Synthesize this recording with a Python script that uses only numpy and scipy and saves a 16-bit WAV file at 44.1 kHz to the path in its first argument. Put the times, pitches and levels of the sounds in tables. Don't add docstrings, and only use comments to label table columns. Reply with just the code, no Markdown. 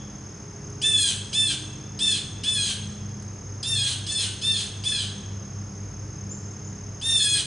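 import sys
import numpy as np
from scipy import signal
from scipy.fft import rfft, irfft, next_fast_len
from scipy.io import wavfile

SR = 44100
rng = np.random.default_rng(int(sys.argv[2]) if len(sys.argv) > 2 else 0)


def waveform_to_disk(signal):
    frames = np.transpose(np.atleast_2d(signal))
    scaled = np.clip(frames, -1, 1) * 32767
    samples = np.round(scaled).astype(np.int16)
    wavfile.write(sys.argv[1], SR, samples)


N = 328964


def from_db(db):
    return 10 ** (np.asarray(db) / 20)


def rms_one(x):
    return x / np.sqrt(np.mean(x ** 2) + 1e-20)


def at_hz(points, hz):
    points = np.array(points)
    return np.interp(np.log(np.maximum(hz, 1)), np.log(points[:, 0]), points[:, 1])


def drift(rate, size):
    padded = 2 ** int(np.ceil(np.log2(size)))
    hz = np.fft.rfftfreq(padded, 1 / SR)
    return rms_one(irfft(rfft(rng.standard_normal(padded)) / (1 + (hz / rate) ** 4)))[:size]


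# frequency_hz, likeness
EAR_LIKENESS = [(100, 1), (250, 0.98), (500, 0.73), (1000, 0.69), (3000, 0.75), (10000, 0.92)]
def air_noise(spectrum):
    size = next_fast_len(N, True)
    hz = np.fft.rfftfreq(size, 1 / SR)
    mid, side = rfft(rng.standard_normal((2, size))) * from_db(at_hz(spectrum, hz))
    alike = np.clip(at_hz(EAR_LIKENESS, hz), 0, 1)
    ears = np.sqrt(1 + alike) * mid + np.sqrt(1 - alike) * side * [[1], [-1]]
    return rms_one(irfft(ears, size)[:, :N])


# frequency_hz, relative_db
TOWN_SPECTRUM = [(20, -18), (35, -14), (55, -3), (120, -.5), (190, -2), (260, -6), (420, -8), (600, -14.5),
                 (1200, -16.5), (2000, -22), (4000, -33), (8000, -37.5), (11000, -39.5)]
# frequency_hz, relative_db
INSECT_SPECTRUM = [(4300, -27), (4700, -21), (5050, -11), (5450, -7.5), (5800, -19.5), (6100, -7.5),
                   (6400, -11), (6650, -5), (6900, -16.5), (7200, -62)]
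def town_and_insects():
    return from_db(-43.5) * air_noise(TOWN_SPECTRUM) + from_db(-51) * air_noise(INSECT_SPECTRUM)


def rumble(t, peak_s=2.58, half_length_s=0.57, db=-43):
    swell = np.exp(-((t - peak_s) / half_length_s) ** 2)
    return from_db(db) * swell * air_noise([(25, -20), (50, -5), (90, -4), (150, 0), (220, -9), (600, -60)])


# time_s, level_db
BLADE_LEVEL = [(0, -49), (.6, -44), (1.05, -36.5), (1.9, -42.5), (2.8, -36.5), (3.3, -37.5), (3.8, -33.5),
               (4.2, -37), (5.3, -35), (6.2, -37), (7.46, -39.5)]
# time_s, gap_hz
BLADE_GAP = [(0, 4.23), (1.7, 4.31), (3.3, 4.3), (3.8, 4.05), (5.3, 3.6), (6.1, 4.84), (7.46, 4.45)]
# time_s, level_db
FAST_FAN_X2 = [(0.0, -44.5), (0.12, -48), (0.23, -58), (1.93, -44), (2.66, -56.5), (2.93, -40), (3.53, -53),
               (6.59, -48.5), (7.46, -57.5)]
FAST_FAN_X3 = [(0.0, -53.5), (1.27, -57), (1.49, -39.5), (2.78, -65.5), (7.44, -55), (7.46, -59)]
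FAST_FAN_X4 = [(0, -59.5), (.65, -52.5), (1.2, -56.5), (4.5, -59.5), (6.4, -54.5), (7.46, -62)]
SLOW_FAN_X2 = [(0, -70), (3, -58.5), (4.7, -47), (6.7, -45), (7.46, -56.5)]
# pitch_hz, level_db
MOTOR_TONES = [(56, -54), (77, -60.5), (83, -55), (127.5, -47), (133, -63), (152, -52), (166, -54.5),
               (262, -65)]
def fans(t, blade_hz=98.2, lead_turns=.38, faster_db=-4, trim_db=-0.5, waver_db=3, wander_hz=0.602):
    coarse = t[::100]
    wobble = lambda: np.interp(t, coarse, drift(210, len(coarse)))
    curve = lambda rows: np.interp(t, *np.transpose(rows))
    slower = 2 * np.pi * np.cumsum(blade_hz + 0.264 * wobble()) / SR
    faster = slower + 2 * np.pi * (lead_turns + np.cumsum(curve(BLADE_GAP)) / SR)
    out = from_db(curve(BLADE_LEVEL)) * (np.sin(slower) - from_db(faster_db) * np.sin(faster))
    for phase, rows in [(2 * faster, FAST_FAN_X2), (3 * faster, FAST_FAN_X3),
                        (4 * faster, FAST_FAN_X4), (2 * slower, SLOW_FAN_X2)]:
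        out += np.sqrt(2) * from_db(curve(rows) + trim_db + waver_db * wobble()) * np.sin(phase)
    for hz, db in MOTOR_TONES:
        gain = np.sqrt(2) * from_db(db + waver_db * wobble())
        out += gain * np.sin(2 * np.pi * np.cumsum(hz + wander_hz * wobble()) / SR)
    return out


def lingering_ring(t, fade_db_per_s=55):
    return from_db(-53.5 - fade_db_per_s * t) * air_noise([(2700, -18), (3400, 0), (4000, -42)])


# frequency_hz, gain_db
ECHO_COLOUR = [(1500, 4), (2500, 1.5), (3500, -2.5), (6000, -0.5), (10000, -1.5)]
# frequency_hz, fade_s
ECHO_FADE = [(1500, 2), (3400, 1.05), (6000, 0.84), (10000, 0.64)]
def yard(x, near_db=-16, near_s=0.0007, leaves_db=-7, leaves_s=0.064, tail_db=-13, width=0.3):
    t = np.arange(3 * SR // 2) / SR
    unit = lambda e: e / np.linalg.norm(e)
    near = from_db(near_db) * unit((t > .001) * np.exp(-t / near_s))
    leaves = from_db(leaves_db) * unit((t > .005) * np.exp(-t / leaves_s))
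    mid, side = rfft(rng.standard_normal((2, len(t))))
    noise = mid + width * side * [[1], [-1]]
    hz = np.fft.rfftfreq(len(t), 1 / SR)
    edges_hz = np.geomspace(700, 12000, 9)
    echo = np.zeros((2, len(t)))
    for low, high in zip(edges_hz, edges_hz[1:]):
        centre = np.sqrt(low * high)
        fade = from_db(-60 * t / at_hz(ECHO_FADE, centre))
        tail = from_db(tail_db) * unit(np.minimum(t / 0.0087, 1) * fade)
        envelope = from_db(at_hz(ECHO_COLOUR, centre)) * np.sqrt(near ** 2 + leaves ** 2 + tail ** 2)
        echo += irfft(noise * ((hz >= low) & (hz < high)), len(t)) * envelope
    return signal.fftconvolve(x[None], echo, axes=1)[:, :N]


def cricket(t, strokes_per_s=36.82, wing_hz=6400, sag_hz=150, stroke_share=0.54, db=-43):
    strokes = strokes_per_s * t + .18
    position = ((strokes + .5) % 1 - .5) / stroke_share
    swell = np.cos(np.pi * np.clip(position, -.5, .5))
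    pitch = wing_hz - sag_hz * position + 25 * drift(32.1, N)
    gain = np.sqrt(2) * from_db(db + 0.63 * drift(3.2, N))
    return gain * swell * np.sin(2 * np.pi * np.cumsum(pitch) / SR)


# start_s, strength_db
TWIG_SNAPS = [(.702, -41), (3.199, -45), (3.223, -33), (5.81, -58), (6.519, -55)]
def twig_ticks(low_hz=4500, decay_s=0.003):
    out, t = np.zeros(N), np.arange(SR // 20) / SR
    for s, db in TWIG_SNAPS:
        add(out, s, from_db(db) / 2 * rng.standard_normal(len(t)) * np.exp(-t / decay_s))
    return signal.sosfilt(signal.butter(2, low_hz, "high", fs=SR, output="sos"), out)


def add(track, s, sound):
    start = int(s * SR)
    track[start:start + len(sound)] += sound[:N - start]


# start_s, length_s, start_hz, end_hz, level_db
BIRD_PEEPS = [(6.3, 0.042, 6850, 7380, -34), (6.635, 0.066, 6800, 7080, -45),
              (6.51, 0.026, 6400, 8000, -53)]
def small_bird():
    out = np.zeros(N)
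    for s, length, start_hz, end_hz, db in BIRD_PEEPS:
        progress = np.linspace(0, 1, int(length * SR))
        pitch = start_hz + (end_hz - start_hz) * progress
        add(out, s, from_db(db) * np.sin(np.pi * progress) * np.sin(2 * np.pi * np.cumsum(pitch) / SR))
    return out


def squeak(size, start_hz=5000, waver_hz=180, peak_s=.004):
    rise = np.arange(size) / SR / peak_s
    pitch = start_hz + waver_hz * drift(450, size)
    return np.sqrt(2) * rise * np.exp(1 - rise) * np.sin(2 * np.pi * np.cumsum(pitch) / SR)


# frequency_hz, relative_db
THROAT_COLOUR = [(1200, -22), (2300, -12.5), (3300, -1), (4200, 1), (5050, -14.5), (5700, -6.5),
                 (6700, -11.5), (7500, -9.5), (8800, -5.5), (10000, -9.5), (11200, -25)]
def throat_noise(t, rasp, hoarse, core_db, opening_db, burst_s=.018, hoarse_db=-10):
    colour = from_db(at_hz(THROAT_COLOUR, np.fft.rfftfreq(SR, 1 / SR)))
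    noise = rms_one(irfft(rfft(rng.standard_normal(SR)) * colour))[:len(t)]
    burst = from_db(opening_db - 1) * np.exp(-t / burst_s)
    hiss = from_db(core_db) * (rasp + from_db(hoarse_db) * hoarse)
    return noise * (burst + hiss)


def call_pitch(t, length, high_hz, low_hz, sink_after_s, sink_s, scoop_s=.011, droop_s=.021):
    held = low_hz + (high_hz - low_hz) * (1 - np.tanh((t - sink_after_s) / sink_s)) / 2
    scoop = .25 * np.exp(-t / scoop_s)
    droop = .14 * np.exp(np.minimum(t - length, 0) / droop_s)
    return held * (1 - scoop - droop)


def call_levels(t, length, break_s, clear_db, broken_db, swell_db, upper_swell_s,
                swell_s=.026, change_s=0.013, falter_s=0.0072, fade_s=0.033):
    broken = (1 + np.tanh((t - break_s) / change_s)) / 2
    core, nasal, shrill = [a + (b - a) * broken for a, b in zip(clear_db, broken_db)]
    fade_db = 6.5 * np.exp(np.minimum(t - length, 0) / fade_s)
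    falter_db = 8.5 * np.exp(-((t - break_s) / falter_s) ** 2)
    core_dip = swell_db * np.exp(-t / swell_s) + falter_db + fade_db
    upper_dip = swell_db * np.exp(-t / upper_swell_s) + .45 * fade_db
    return core - core_dip, nasal - upper_dip, shrill - upper_dip


# clear_db, broken_db
VOICE_HARMONICS = [(-72, -72), (-27.5, -23.5), (-19, -24), (-0.5, -2.5), (-26, -12.5), (-17, -16),
                   (-15.5, -18), (-12, -8.5), (-19, -17), (-13, -10), (-19, -18.5), (-23.5, -18.5),
                   (-49, -30.5), (-48, -31)]
def harmonic_gains(k, pitch, broken, levels, throat_hz=8930, width_hz=1100, flicker_hz=28):
    clear_db, broken_db = np.transpose(VOICE_HARMONICS)[:, :, None]
    lift_db = 7.5 * np.exp(-((k * pitch - throat_hz) / width_hz) ** 2)
    flicker_db = 3 * np.array([drift(flicker_hz, len(pitch)) for _ in k])
    gains = from_db(lift_db + clear_db + (broken_db - clear_db) * broken + flicker_db)
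    parts = [part / np.linalg.norm(part, axis=0) for part in np.split(gains, [4, 6])]
    return np.vstack([part * from_db(db + 1.38 * drift(flicker_hz, len(pitch)))
                      for part, db in zip(parts, levels)])


def scream(t, pitch, levels, break_s, rasp_s, hoarse, opening_db, jitter=0.013, flutter=0.037,
           rasp_hz=300, rasp_rise_s=0.086, stumble_s=0.014, attack_s=0.003, release_s=0.036,
           hiss_db=-10, second_db=-16, second_sharp=0.039, tone_loss_db=-5):
    shake = lambda: drift(rasp_hz, len(t))
    broken = np.clip((t - break_s) / 0.0085, 0, 1)
    rasp = np.clip((t - rasp_s) / rasp_rise_s, 0, 1)
    stumble = 0.46 * np.exp(-t / stumble_s)
    crack = 0.98 * (t > break_s) * np.exp(-np.abs(t - break_s) / stumble_s)
    rough = np.clip(hoarse + stumble + crack + 0.053 * broken + rasp, 0, 1)
    k = np.arange(1, len(VOICE_HARMONICS) + 1)[:, None]
    gains = harmonic_gains(k, pitch, broken, levels)
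    first, second = [np.exp(2j * np.pi * k * np.cumsum(hz * (1 + jitter * rough * shake())) / SR)
                     for hz in (pitch, pitch * (1 + second_sharp * (1 + rasp)))]
    swirl = np.array([shake() + 1j * shake() for _ in k])
    hiss = from_db(hiss_db) * rough
    tone = (first * (1 + hiss * swirl) + from_db(second_db) * broken * second) / np.sqrt(1 + 2 * hiss ** 2)
    voice = np.real(gains * tone).sum(axis=0) * (1 + flutter * rough * shake())
    voice *= from_db(tone_loss_db * rasp ** 2)
    gate = np.clip(t / attack_s, 0, 1) * np.clip((t[-1] - t) / release_s, 0, 1)
    return gate * (np.sqrt(2) * voice + throat_noise(t, rasp, hoarse, levels[0], opening_db))


# start_s, length_s, break_s, rasp_s,
# high_hz, low_hz, sink_after_s, sink_s, core_db, nasal_db, shrill_db, broken_core_db, broken_shrill_db,
# hoarse (0 to 1), opening_db, echo_send_db, upper_swell_s, swell_db
JAY_SCREAMS = [ (.815, .32, 0.16, 0.23, 895.8, 800, 0.17, .09, -22.5, -42, -32, -26, -28.5, 0.18, -32.5, 4.4, 0.0086, 14.6),
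               (1.328, 0.22, 0.14, 0.14, 888, 795, 0.16, 0.043, -23, -37, -32.5, -27, -33.5, 0.14, -34, 4.1, 0.0044, 14.2),
               (1.989, 0.2, 0.12, 0.13, 905, 832, 0.11, 0.053, -21.5, -36, -32, -27, -32, 0.34, -33, 3.9, 0.011, 18.6),
               (2.434, 0.3, 0.11, 0.19, 871.5, 815, 0.14, 0.028, -25.5, -38.5, -32.5, -28.5, -33.5, 0.3, -33.5, 5.1, 0.04, 9.4),
               (3.628, 0.32, 0.12, 0.18, 909, 823.7, 0.13, 0.028, -25, -38.5, -33.5, -28.5, -33.5, 0.18, -30, 4.5, 0.026, 17.6),
               (4.064, 0.2, 0.11, 0.1, 876.5, 818, 0.13, 0.026, -31, -36.5, -34.5, -28.5, -36, 0.36, -35, 8.6, 0.022, 12),
               (4.413, .22, 0.12, 0.12, 899, 829, 0.13, 0.0212, -24.5, -37, -38, -30.5, -38.5, 0.14, -39, 8.1, 0.0067, 18),
               (4.836, 0.21, 0.074, 0.14, 883, 800, .105, 0.045, -26.5, -39.5, -33.5, -31, -40.5, 0.37, -37, 7.6, 0.012, 14),
               (7.012, 0.41, 0.18, 0.32, 910.3, 836, .176, 0.0407, -22, -35.5, -29.5, -24.5, -28, 0.25, -40, 2.2, .032, 25)]
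def jay(overhang_s=0.015, broken_nasal_db=-6):
    direct, thrown = np.zeros((2, N))
    for (start_s, length_s, break_s, rasp_s, high_hz, low_hz, sink_after_s, sink_s,
         core_db, nasal_db, shrill_db, broken_core_db, broken_shrill_db,
         hoarse, opening_db, echo_send_db, upper_swell_s, swell_db) in JAY_SCREAMS:
        t = np.arange(0, length_s + overhang_s, 1 / SR)
        pitch = call_pitch(t, length_s, high_hz, low_hz, sink_after_s, sink_s)
        clear_db = (core_db, nasal_db, shrill_db)
        broken_db = (broken_core_db, broken_core_db + broken_nasal_db, broken_shrill_db)
        levels = call_levels(t, length_s, break_s, clear_db, broken_db, swell_db, upper_swell_s)
        call = scream(t, pitch, levels, break_s, rasp_s, hoarse, opening_db)
        call += from_db(opening_db) * squeak(len(t))
        add(direct, start_s, call)
        add(thrown, start_s, from_db(echo_send_db) * call)
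    return direct, thrown


def scene():
    t = np.arange(N) / SR
    direct, thrown = jay()
    peeps, twigs, trill = small_bird(), twig_ticks(), cricket(t)
    echoes = yard(thrown + from_db(3.5) * peeps + twigs + from_db(2) * trill)
    background = lingering_ring(t) + town_and_insects() + fans(t) + rumble(t)
    return direct + peeps + twigs + trill + echoes + background


def record(dry):
    return signal.sosfilt(signal.ellip(12, .2, 80, 11050, fs=SR, output="sos"), dry)


dry = scene()
out = record(dry)
waveform_to_disk(out)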